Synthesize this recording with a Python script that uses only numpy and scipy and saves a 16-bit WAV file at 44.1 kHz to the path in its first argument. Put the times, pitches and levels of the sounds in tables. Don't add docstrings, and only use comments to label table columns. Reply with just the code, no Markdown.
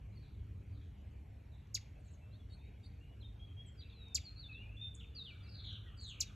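import sys
import numpy as np
from scipy import signal
from scipy.fft import rfft, irfft, next_fast_len
from scipy.io import wavfile
from scipy.ndimage import uniform_filter1d

SR = 44100
rng = np.random.default_rng(int(sys.argv[2]) if len(sys.argv) > 2 else 0)


def store_wav(level_fs):
    pcm = np.round(np.clip(np.atleast_2d(level_fs), -1, 1) * 32767)
    wavfile.write(sys.argv[1], SR, pcm.T.astype(np.int16))


N = 280035

# start in seconds, length in seconds, top in Hz, bottom in Hz,
# haste of the fall (exponent), level in dB before the mouth colours it, extra punch at the start in dB.
CHIRPS = [(1.7426, 0.038, 7270, 1755, 0.99, -34.5, 3), (4.1453, 0.042, 7780, 2126, 1.02, -32.5, 2),
          (6.2017, 0.038, 7730, 2296, 1.2, -34, 1.5)]
# time in seconds, share of the fall still to come before haste.
CHIRP_FALL = [(0, 1), (.0025, .94), (.005, .82), (.008, .67), (.011, .48), (.017, .34), (.023, .2),
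              (.03, .1), (.04, .001)]
# pitch in Hz, gain in dB.
MOUTH = [(1800, -24.5), (2600, -22), (3150, -22), (3900, -11), (4700, 1.5), (5600, -4), (6600, -4),
         (7400, -4)]
# harmonic in Hz, level in dB.
OCTAVE = [(4000, -20), (7000, -16), (9500, -34), (10900, -30), (11700, -6), (14000, -5), (15200, -9),
          (16000, -12)]
# start in seconds, level in dB.
SQUEAKS = [(1.7405, -62), (4.1455, -52), (6.199, -67)]
CHIRP_ATTACK_S, CHIRP_ATTACK_DB, CHIRP_PUNCH_S = .0024, -42, .0045
# delay in ms, gain in dB.
ROCKS = [(1.5, -5), (4, 1), (6.5, -12.5), (9.5, -25.5), (13, -13.5), (16, -8), (19.5, -16), (23, -13.5),
         (68, -30)]
# frequency in Hz, gain in dB.
ROCK_TONE = [(2000, -17.5), (3200, -6.5), (4500, -11), (5800, -6), (7200, 1.5), (9500, 16.5), (13000, -1),
             (16000, -5)]
# frequency in Hz, time to fall 60 dB in seconds.
YARD = [(2000, 0.7), (4000, 0.46), (7000, 0.33), (9000, 0.18), (14000, 0.29)]
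# start in seconds, level in dB before the treble filter.
TICKS = [(1.671, -66), (4.084, -66), (5.729, -62), (6.139, -70)]

# start in seconds, length in seconds, turn as a share of the note 0-1,
# start in Hz, turn in Hz, end in Hz, start level in dB, turn level in dB (both before the song mix).
WHISTLES = [ (0.121, 0.028, .5, 4150, 4080, 4050, -90, -86), (4.194, .03, .5, 3970, 3490, 3300, -67, -67),
            (0.155, 0.033, 0.83, 4630, 4280, 4190, -79, -71), (1.95, .028, .7, 2620, 2580, 2600, -87, -74),
            (2.2, 0.14, .35, 2660, 2645, 2750, -83, -80),
            (2.31, 0.054, 0.47, 3700, 4160, 4410, -84.5, -74.5),
            (2.335, .032, 0.85, 3350, 3900, 4000, -78, -77),
            (2.39, 0.046, 0.83, 3510, 3290, 3230, -79, -76), (2.58, .12, .8, 3540, 3830, 3850, -81, -81),
            (3.0, .16, 0.15, 2700, 2816, 2950, -68, -76), (3.201, .022, .7, 4150, 4030, 4060, -79, -68),
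            (3.216, 0.029, 0.51, 3980, 3260, 3160, -71, -65.5),
            (3.24, .03, 0.33, 3900, 3670, 3650, -67, -61.5),
            (3.39, 0.074, 0.75, 3220, 3320, 3300, -72.5, -63),
            (3.485, 0.059, 0.1, 3120, 3150, 3240, -73, -74),
            (3.563, 0.081, 0.54, 3217, 3293, 3304, -70, -60),
            (3.66, 0.035, 0.86, 8230, 7300, 7300, -74, -75),
            (3.665, 0.05, .4, 3130, 3154, 3190, -75, -69.5),
            (3.765, 0.045, 0.69, 4950, 4620, 4630, -93, -59.5),
            (3.89, 0.27, 0.46, 4480, 3830, 3570, -86, -64), (4.235, 0.073, 0.5, 4940, 4213, 4240, -69, -54),
            (4.355, .05, 0.48, 4350, 4040, 4000, -65, -67.5),
            (4.366, 0.053, 0.68, 4334, 4490, 4150, -68, -58.5),
            (4.406, 0.071, 0.61, 4470, 3550, 3510, -66, -57),
            (4.48, 0.17, 0.21, 2700, 2517, 2936, -59, -58), (4.519, .08, 0.5, 4260, 3480, 3370, -65, -67.5),
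            (4.61, 0.18, 0.14, 2480, 2370, 2844, -70, -66.5),
            (4.765, 0.047, 0.78, 3434, 3546, 3590, -60.5, -61),
            (4.805, 0.097, 0.87, 3620, 3598, 3656, -52, -50.5),
            (4.77, 0.11, .5, 2480, 2505, 2680, -76, -71.5),
            (4.941, 0.017, 0.67, 11000, 6520, 9500, -80, -56.5),
            (4.96, 0.011, .35, 9500, 10200, 8800, -71.5, -83),
            (4.91, 0.11, 0.82, 3560, 3454, 3500, -72, -68.5),
            (5.05, 0.12, 0.03, 3535, 3510, 3450, -74, -76),
            (5.147, 0.096, 0.6, 4950, 3750, 3655, -55.5, -53),
            (5.246, 0.054, .65, 3850, 2887, 2920, -51.5, -58.5),
            (5.29, 0.072, 0.32, 3050, 2340, 2308, -58, -62), (5.16, .05, .6, 2700, 2673, 2680, -74, -71),
            (5.307, .073, 0.45, 4700, 3750, 3540, -68.5, -77),
            (5.44, 0.063, 0.4, 2680, 2690, 2740, -71.5, -71), (5.46, .04, 0.52, 2410, 2280, 2210, -74, -74),
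            (5.86, 0.049, 0.36, 1950, 1905, 1793, -70, -72),
            (6.25, 0.069, 0.38, 3880, 3730, 3150, -68, -70.5)]
WHISTLE_FADE_DB, WHISTLE_ROUND = -6, 0.043
# start in seconds, length in seconds, top in Hz, bottom in Hz,
# level in dB before the song mix.
DROPS = [(1.994, 0.023, 9470, 6910, -90.5), (3.803, 0.018, 4420, 3060, -63.5),
         (3.822, .016, 4075, 3600, -63), (3.896, 0.014, 4080, 3200, -67.5), (3.919, .017, 3870, 3270, -68),
         (4.999, 0.016, 3846, 2620, -59), (5.012, 0.016, 3530, 2570, -66), (5.03, .02, 3685, 2250, -63.5),
         (5.401, .03, 3670, 3260, -74), (5.429, 0.057, 4930, 3730, -73.5), (5.97, 0.013, 8500, 6840, -80)]
# start in seconds, level in dB at the end foot,
# before the song mix.
HOOPS = [(2.042, -75), (2.101, -72), (6.0, -63.5), (6.06, -61.5)]
HOOP_S, HOOP_TOP_SHARE, HOOP_TOP_DB = .05, .33, -12
HOOP_START_HZ, HOOP_TOP_HZ, HOOP_END_HZ = 5900, 8530, 5960
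# start in seconds, length in seconds, upper dip in Hz,
# lower dip in Hz, level in dB before the song mix.
PAIRS = [(2.493, .065, 4330, 3720, -72), (2.826, .048, 4500, 3650, -73)]
PAIR_TURN, PAIR_START, PAIR_MEET, PAIR_OCTAVE_DB = .42, 1.05, 1.03, -17
# time in seconds, centre in Hz, level in dB before the song mix.
TRILLS = [
    [(5.465, 4850, -68), (5.51, 4650, -62.5), (5.56, 4300, -58.5), (5.62, 3840, -56.5), (5.7, 3597, -50.5),
     (5.78, 3360, -56.5), (5.8, 3280, -76)],
    [(5.82, 3453, -72), (5.9, 3126, -64), (5.96, 2920, -72.5)],
    [(5.965, 4750, -69), (6.005, 4520, -56), (6.05, 4110, -52), (6.11, 3237, -51.5), (6.15, 2587, -60),
     (6.2, 2616, -59.5), (6.25, 2340, -67)],
]
# first anchor in Hz, second anchor in Hz,
# notes per second at first and second, fall of each note in Hz at first and second,
# break into two halves 0-1. Before its wobble the second trill keeps a steady 99 notes per second,
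# each falling 570 Hz.
TRILL_NOTES = [(4820, 3620, 140, 118, 820, 1100, 0.8), (3440, 3800, 160, 99, 750, 570, 0.8),
               (3890, 2800, 203, 63, 250, 1150, 0.33)]

# start in seconds, length in seconds, lowest pitch in Hz,
# highest pitch in Hz (both a guide that notes scatter around), level in dB before length and echo.
CHORUS = [(0.188, 0.055, 3340, 4630, -76), (0.283, 0.1, 2220, 3520, -92), (0.704, 0.051, 3960, 4840, -85),
          (0.735, 0.076, 3120, 4070, -80), (1.495, 0.042, 3450, 4030, -79.5),
          (2.025, 0.051, 3480, 4540, -85), (2.605, 0.035, 2036, 2720, -77),
          (3.806, 0.068, 2200, 2840, -73.5), (3.955, 0.11, 2290, 2770, -79),
          (4.205, 0.057, 2260, 2870, -79), (5.358, 0.29, 2100, 2774, -85),
          (5.623, 0.088, 5240, 7300, -86.5)]
# start in seconds, end in seconds, start in Hz, end in Hz,
# level in dB before panning.
COOS = [(1.95, 2.506, 598.6, 611, -81.5), (2.74, 3.28, 468, 463, -81), (3.8, 4.24, 462.6, 457.4, -77),
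        (4.88, 5.36, 465.6, 458, -77.5)]

# frequency in Hz, relative density in dB per Hz.
RUMBLE = [(30, -38), (42, -16.5), (52, 2.5), (94, 3), (113, -13.5), (167, -20), (200, -16), (244, -19.5),
          (282, -20), (330, -27.5), (450, -28), (600, -67)]
# time in seconds, traffic in dB, wind on the microphone in dB,
# both before their trims.
RUMBLE_DB = [(0.0, -51.5, -72), (0.41, -48, -66), (1.59, -53, -78), (1.98, -51.5, -68.5), (3.4, -51.5, -90),
             (6.35, -51, -78.5)]
# centre in Hz, width in Hz, level in dB before the swell.
HUM = [(105.95, 9, -57.5), (139, 16, -65.5), (192.7, 23, -71.5), (287.5, 16, -78.5)]
# time in seconds, level in dB.
PASSING = [(0, -90.5), (3.9, -92.5), (4.3, -81), (5.1, -85), (5.35, -75), (5.9, -75), (6.1, -79.5),
           (6.35, -70.5)]
# frequency in Hz, relative density in dB per Hz.
AIR = [(200, -30.5), (350, -1), (700, -4.5), (1200, -12.5), (1750, -14), (2400, -10.5), (3000, -15),
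       (3600, -20), (4900, -26.5), (7400, -28.5), (10200, -37), (12600, -32.5), (14200, -33.5),
       (14800, -45), (15300, -62)]
# frequency in Hz, likeness -1 to 1.
SAME = [(30, .997), (100, .998), (260, .88), (450, .42), (800, -.2), (1200, .25), (1600, .65), (2000, .93),
        (2500, .995), (4200, .98), (5000, .85), (6000, .98), (7400, .96), (9500, .5), (10500, .5),
        (12600, .96), (14200, .97), (15200, .2)]
# frequency in Hz, difference in dB.
LEAN = [(180, 0), (320, 2.5), (500, .5), (900, -.6), (1800, 0)]
# frequency in Hz, turns of phase.
PORTS = [(4050, 0), (4500, .1), (4750, .2), (5000, .48), (5250, .8), (5500, .93), (5800, 1.), (6700, 1.01),
         (7400, 1.05), (8000, 1.11), (10000, 1.25), (11500, 1.36), (12700, 1.49), (16000, 1.5)]
EDGE_HZ = 16250


def gain_of(db):
    return 10 ** (np.asarray(db) / 20)


def evened(x):
    return x / np.sqrt(np.mean(x ** 2) + 1e-20)


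def read(points, hz):
    f, value = np.transpose(points)
    return np.interp(np.log(hz + 1), np.log(f + 1), value)


def curve(rows, index=1):
    return np.interp(np.arange(N) / SR, [r[0] for r in rows], [r[index] for r in rows])


def add(mix, s, sound):
    part = mix[round(s * SR):][:len(sound)]
    part += sound[:len(part)]


def columns(rows):
    s, *rest = np.transpose(rows)
    t = np.arange(s[0], max(s[-1], s[0] + .002), 1 / SR)
    return s[0], [np.interp(t, s, c) for c in rest]


def chance(count, size):
    noise = rng.standard_normal(count)
    return evened(uniform_filter1d(uniform_filter1d(noise, size), size))


def bend(length, turn, start, middle, end):
    place = np.arange(0, length, 1 / SR) / length
    straight = np.interp(place, [0, np.clip(turn, .05, .95), 1], [start, middle, end])
    return uniform_filter1d(straight, 1 + round(WHISTLE_ROUND * len(place)), mode="nearest")


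def tone(hz, db, edge):
    wave = np.sin(2 * np.pi * np.cumsum(hz) / SR)
    return np.sqrt(2) * gain_of(db) * wave * signal.windows.tukey(len(hz), edge)


def filtered(x, response):
    size = next_fast_len(x.shape[-1] + 4096)
    spectrum = rfft(x, size) * response(np.fft.rfftfreq(size, 1 / SR))
    return irfft(spectrum, size)[..., :x.shape[-1]]


def fuzzy_tone(hz, width, db):
    noise = rng.standard_normal(N)
    return gain_of(db) * evened(filtered(noise, lambda f: 1 / (1 + ((f - hz) / (width / 2)) ** 2)))


def tail(x, start_ms, stretch, same):
    taps = rng.standard_normal((2, SR // 2))
    taps[1] = same * taps[0] + np.sqrt(1 - min(same, 1) ** 2) * taps[1]
    taps[:, :round(start_ms * SR / 1000)] = 0
    hz, t, z = signal.stft(taps, SR, nperseg=128)
    decay = gain_of(-60 * t / (stretch * read(YARD, hz)[:, None]))
    dying = signal.istft(z * decay, SR, nperseg=128)[1]
    return signal.fftconvolve(x[None], dying / np.linalg.norm(dying[0]), axes=1)[:, :N]


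def wash(spectrum, size, patchy_db):
    hop, hz = size // 4, np.fft.rfftfreq(size, 1 / SR)
    a, b, c, d, patches = rng.standard_normal((N // hop + 5, len(hz), 5)).T
    patches = uniform_filter1d(patches, size=8, axis=0)
    patches = evened(uniform_filter1d(patches, size=10, axis=1))
    same = np.clip(read(SAME, hz), -1, 1)[:, None]
    left, other = a + 1j * b, c + 1j * d
    z = np.array([left, same * left + np.sqrt(1 - same ** 2) * other])
    z *= gain_of(read(spectrum, hz)[:, None] + patchy_db * patches)
    z *= gain_of(np.array([.5, -.5])[:, None, None] * read(LEAN, hz)[:, None])
    return evened(signal.istft(z, nperseg=size, noverlap=size - hop)[1][:, :N])


def chirps():
    voice = np.zeros(N)
    for s, length, top_hz, bottom_hz, haste, level_db, punch_db in CHIRPS:
        t = np.arange(0, length, 1 / SR)
        to_come = np.clip(np.interp(t, *np.transpose(CHIRP_FALL)), 0, 1) ** haste
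        hz = bottom_hz + (top_hz - bottom_hz) * to_come
        attack = CHIRP_ATTACK_DB * np.maximum(1 - t / CHIRP_ATTACK_S, 0)
        punch = punch_db * np.exp(-(t / CHIRP_PUNCH_S) ** 2)
        db = uniform_filter1d(level_db + read(MOUTH, hz) + attack + punch, size=30, mode="nearest")
        db = db + 2.26 * chance(count=len(db), size=35)
        octave = tone(2 * hz, db + read(OCTAVE, 2 * hz), 0.035)
        add(voice, s, tone(hz, db, 0.0495) + octave)
    return voice


def chipmunk():
    voice, taps = chirps(), np.zeros(SR // 10)
    for ms, db in ROCKS:
        taps[round(ms * SR / 1000)] = gain_of(db)
    bounced = filtered(voice, lambda hz: gain_of(read(ROCK_TONE, hz)))
    scatter = gain_of(-3.0) * tail(bounced, 3.7, 0.25, 0.91)
    scatter += gain_of(-22.5) * tail(bounced, 25., 1.2, 1.0)
    dull_tone = [(2300, 1), (3300, 7), (4500, -14.5), (6500, -10), (9000, -25.0)]
    dull = filtered(voice, lambda hz: gain_of(read(dull_tone, hz)))
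    scatter += gain_of(-21.5) * tail(dull, 45., 0.8, 1.0)
    mirrored = filtered(bounced, lambda hz: gain_of(read([(8200, -1.5), (10000, -13.5)], hz)))
    for s, db in SQUEAKS:
        add(voice, s, tone(np.linspace(5500., 4500., num=220), db, 0.27))
    return voice + signal.oaconvolve(mirrored, taps)[:N] + scatter


def ticks():
    out = np.zeros(N)
    decay = gain_of(-60 * np.arange(400) / SR / .02)
    bursts = rng.standard_normal((len(TICKS), 400)) * decay
    for (s, db), burst in zip(TICKS, bursts):
        add(out, s, gain_of(db) * burst)
    bright = [(3000, -24), (5000, 0), (7500, 0), (9000, -22), (12000, -14), (15000, -20)]
    return filtered(out, lambda hz: gain_of(read(bright, hz)))


def notes():
    for s, length, turn, start_hz, turn_hz, end_hz, start_db, turn_db in WHISTLES:
        hz = bend(length, turn, start_hz, turn_hz, end_hz)
        yield s, hz, bend(length, turn, start_db, turn_db, turn_db + WHISTLE_FADE_DB)
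    for s, length, top_hz, bottom_hz, db in DROPS:
        yield s, np.linspace(top_hz, bottom_hz, round(length * SR)), db
    for s, db in HOOPS:
        hz = bend(HOOP_S, HOOP_TOP_SHARE, HOOP_START_HZ, HOOP_TOP_HZ, HOOP_END_HZ)
        yield s, hz, bend(HOOP_S, HOOP_TOP_SHARE, db - 4, db + HOOP_TOP_DB, db)
    for s, length, upper_hz, lower_hz, db in PAIRS:
        level = bend(length, PAIR_TURN, db - 12, db, db)
        for dip_hz in (upper_hz, lower_hz):
            hz = bend(length, PAIR_TURN, PAIR_START * dip_hz, dip_hz, PAIR_MEET * upper_hz)
            yield s, hz, level
            yield s, 2 * hz, level + PAIR_OCTAVE_DB


def whistles():
    song = np.zeros(N)
    for s, hz, db in notes():
        third_db = db + read([(9500, -58), (10800, -36.0)], 3 * hz)
        third = tone(3 * hz, third_db, 0.13) * (3 * hz < EDGE_HZ)
        add(song, s, tone(hz, db, .25) + third)
    return song


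def trills():
    trill = np.zeros(N)
    uneven = rng.standard_normal((len(TRILLS), 2, 80))
    for rows, law, (size, pitch) in zip(TRILLS, TRILL_NOTES, uneven):
        s, (hz, db) = columns(rows)
        first_hz, second_hz, first_rate, second_rate, first_fall_hz, second_fall_hz, split = law
        rate = np.interp(hz, [second_hz, first_hz], [second_rate, first_rate])
        fall_hz = np.interp(hz, [second_hz, first_hz], [second_fall_hz, first_fall_hz])
        rate = np.clip(rate * (1 + .12 * chance(count=len(rate), size=300)), 1, 250)
        count = np.cumsum(rate) / SR
        place, k = count % 1, count.astype(int)
        shape = (1 - split) * np.sin(np.pi * place) ** 1.2 + split * np.sin(2 * np.pi * place) ** 2
        note_hz = hz + fall_hz * (.5 - place) + 60. * pitch[k]
        add(trill, s, tone(note_hz, db + 3. * size[k], .16) * shape)
    return trill


def songbirds():
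    song, trill = whistles(), trills()
    song *= gain_of(1.9 * chance(count=N, size=150))
    late = np.concatenate([np.zeros(round(0.011 * SR)), song])[:N]
    wet = filtered(song, lambda hz: gain_of(read([(5000, 4), (6000, 5.5)], hz)))
    near = (gain_of(1.5) * (song + trill) + gain_of(-6.5) * late) * gain_of([[.25], [-.25]])
    return near + gain_of(-12.) * tail(wet, 6., 1.2, .93) + gain_of(-4.5) * tail(trill, 2., .8, .95)


def far_birds():
    calls, t = np.zeros(N), np.arange(700) / SR
    draws = rng.random((len(CHORUS), 24, 3))
    for (s, length, low_hz, high_hz, db), bunch in zip(CHORUS, draws):
        note_db = db + 10 * np.log10(length * SR / 8000)
        for place, high, slope in bunch:
            centre_hz = low_hz + (high_hz - low_hz) * (0.65 * (1 - place) + 0.41 * high)
            hz = centre_hz + 40000 * slope * (t.mean() - t)
            add(calls, s + place * length, tone(hz, note_db, 0.883))
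    return gain_of(3.) * tail(calls, 1., 1.2, .96)


def dove():
    out = np.zeros(N)
    for start, end, start_hz, end_hz, db in COOS:
        hz = np.linspace(start_hz, end_hz, round((end - start) * SR))
        add(out, start, tone(hz, db, .4))
    return out * gain_of([[1.5], [-1.5]])


def traffic():
    hum = sum(fuzzy_tone(hz, width, db) for hz, width, db in HUM)
    swell_db = curve(RUMBLE_DB)
    wind_tone = [(15, -19.5), (24, 1.0), (40, 12.5), (48, -7.0), (60, -61)]
    wind = gain_of(curve(RUMBLE_DB, index=2) - 3.5) * wash(wind_tone, 8192, 0.89)
    tyre_tone = [(900, -20), (1200, -2.5), (1650, -2.5), (2000, -30.5)]
    tyres = gain_of(curve(PASSING)) * wash(tyre_tone, 1024, 3.7)
    rumble = gain_of(swell_db - 1.5) * wash(RUMBLE, 4096, 0.74)
    rumble += hum * gain_of(0.76 * (swell_db - swell_db.mean()))
    return rumble + wind + tyres


def air():
    return gain_of(-71.5) * wash(AIR, 1024, 2.8) + fuzzy_tone(11550, 700, -87.5)


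def scene():
    return chipmunk() + ticks() + songbirds() + far_birds() + dove() + traffic() + air()


def record(dry):
    side = np.array([[-1], [1]])
    ports = filtered(dry, lambda hz: np.exp(1j * np.pi * side * read(PORTS, hz)))
    lowpass = signal.firwin(511, EDGE_HZ, window=("kaiser", 9), fs=SR)
    return signal.oaconvolve(ports, lowpass[None], "same")


dry = scene()
out = record(dry)
store_wav(out)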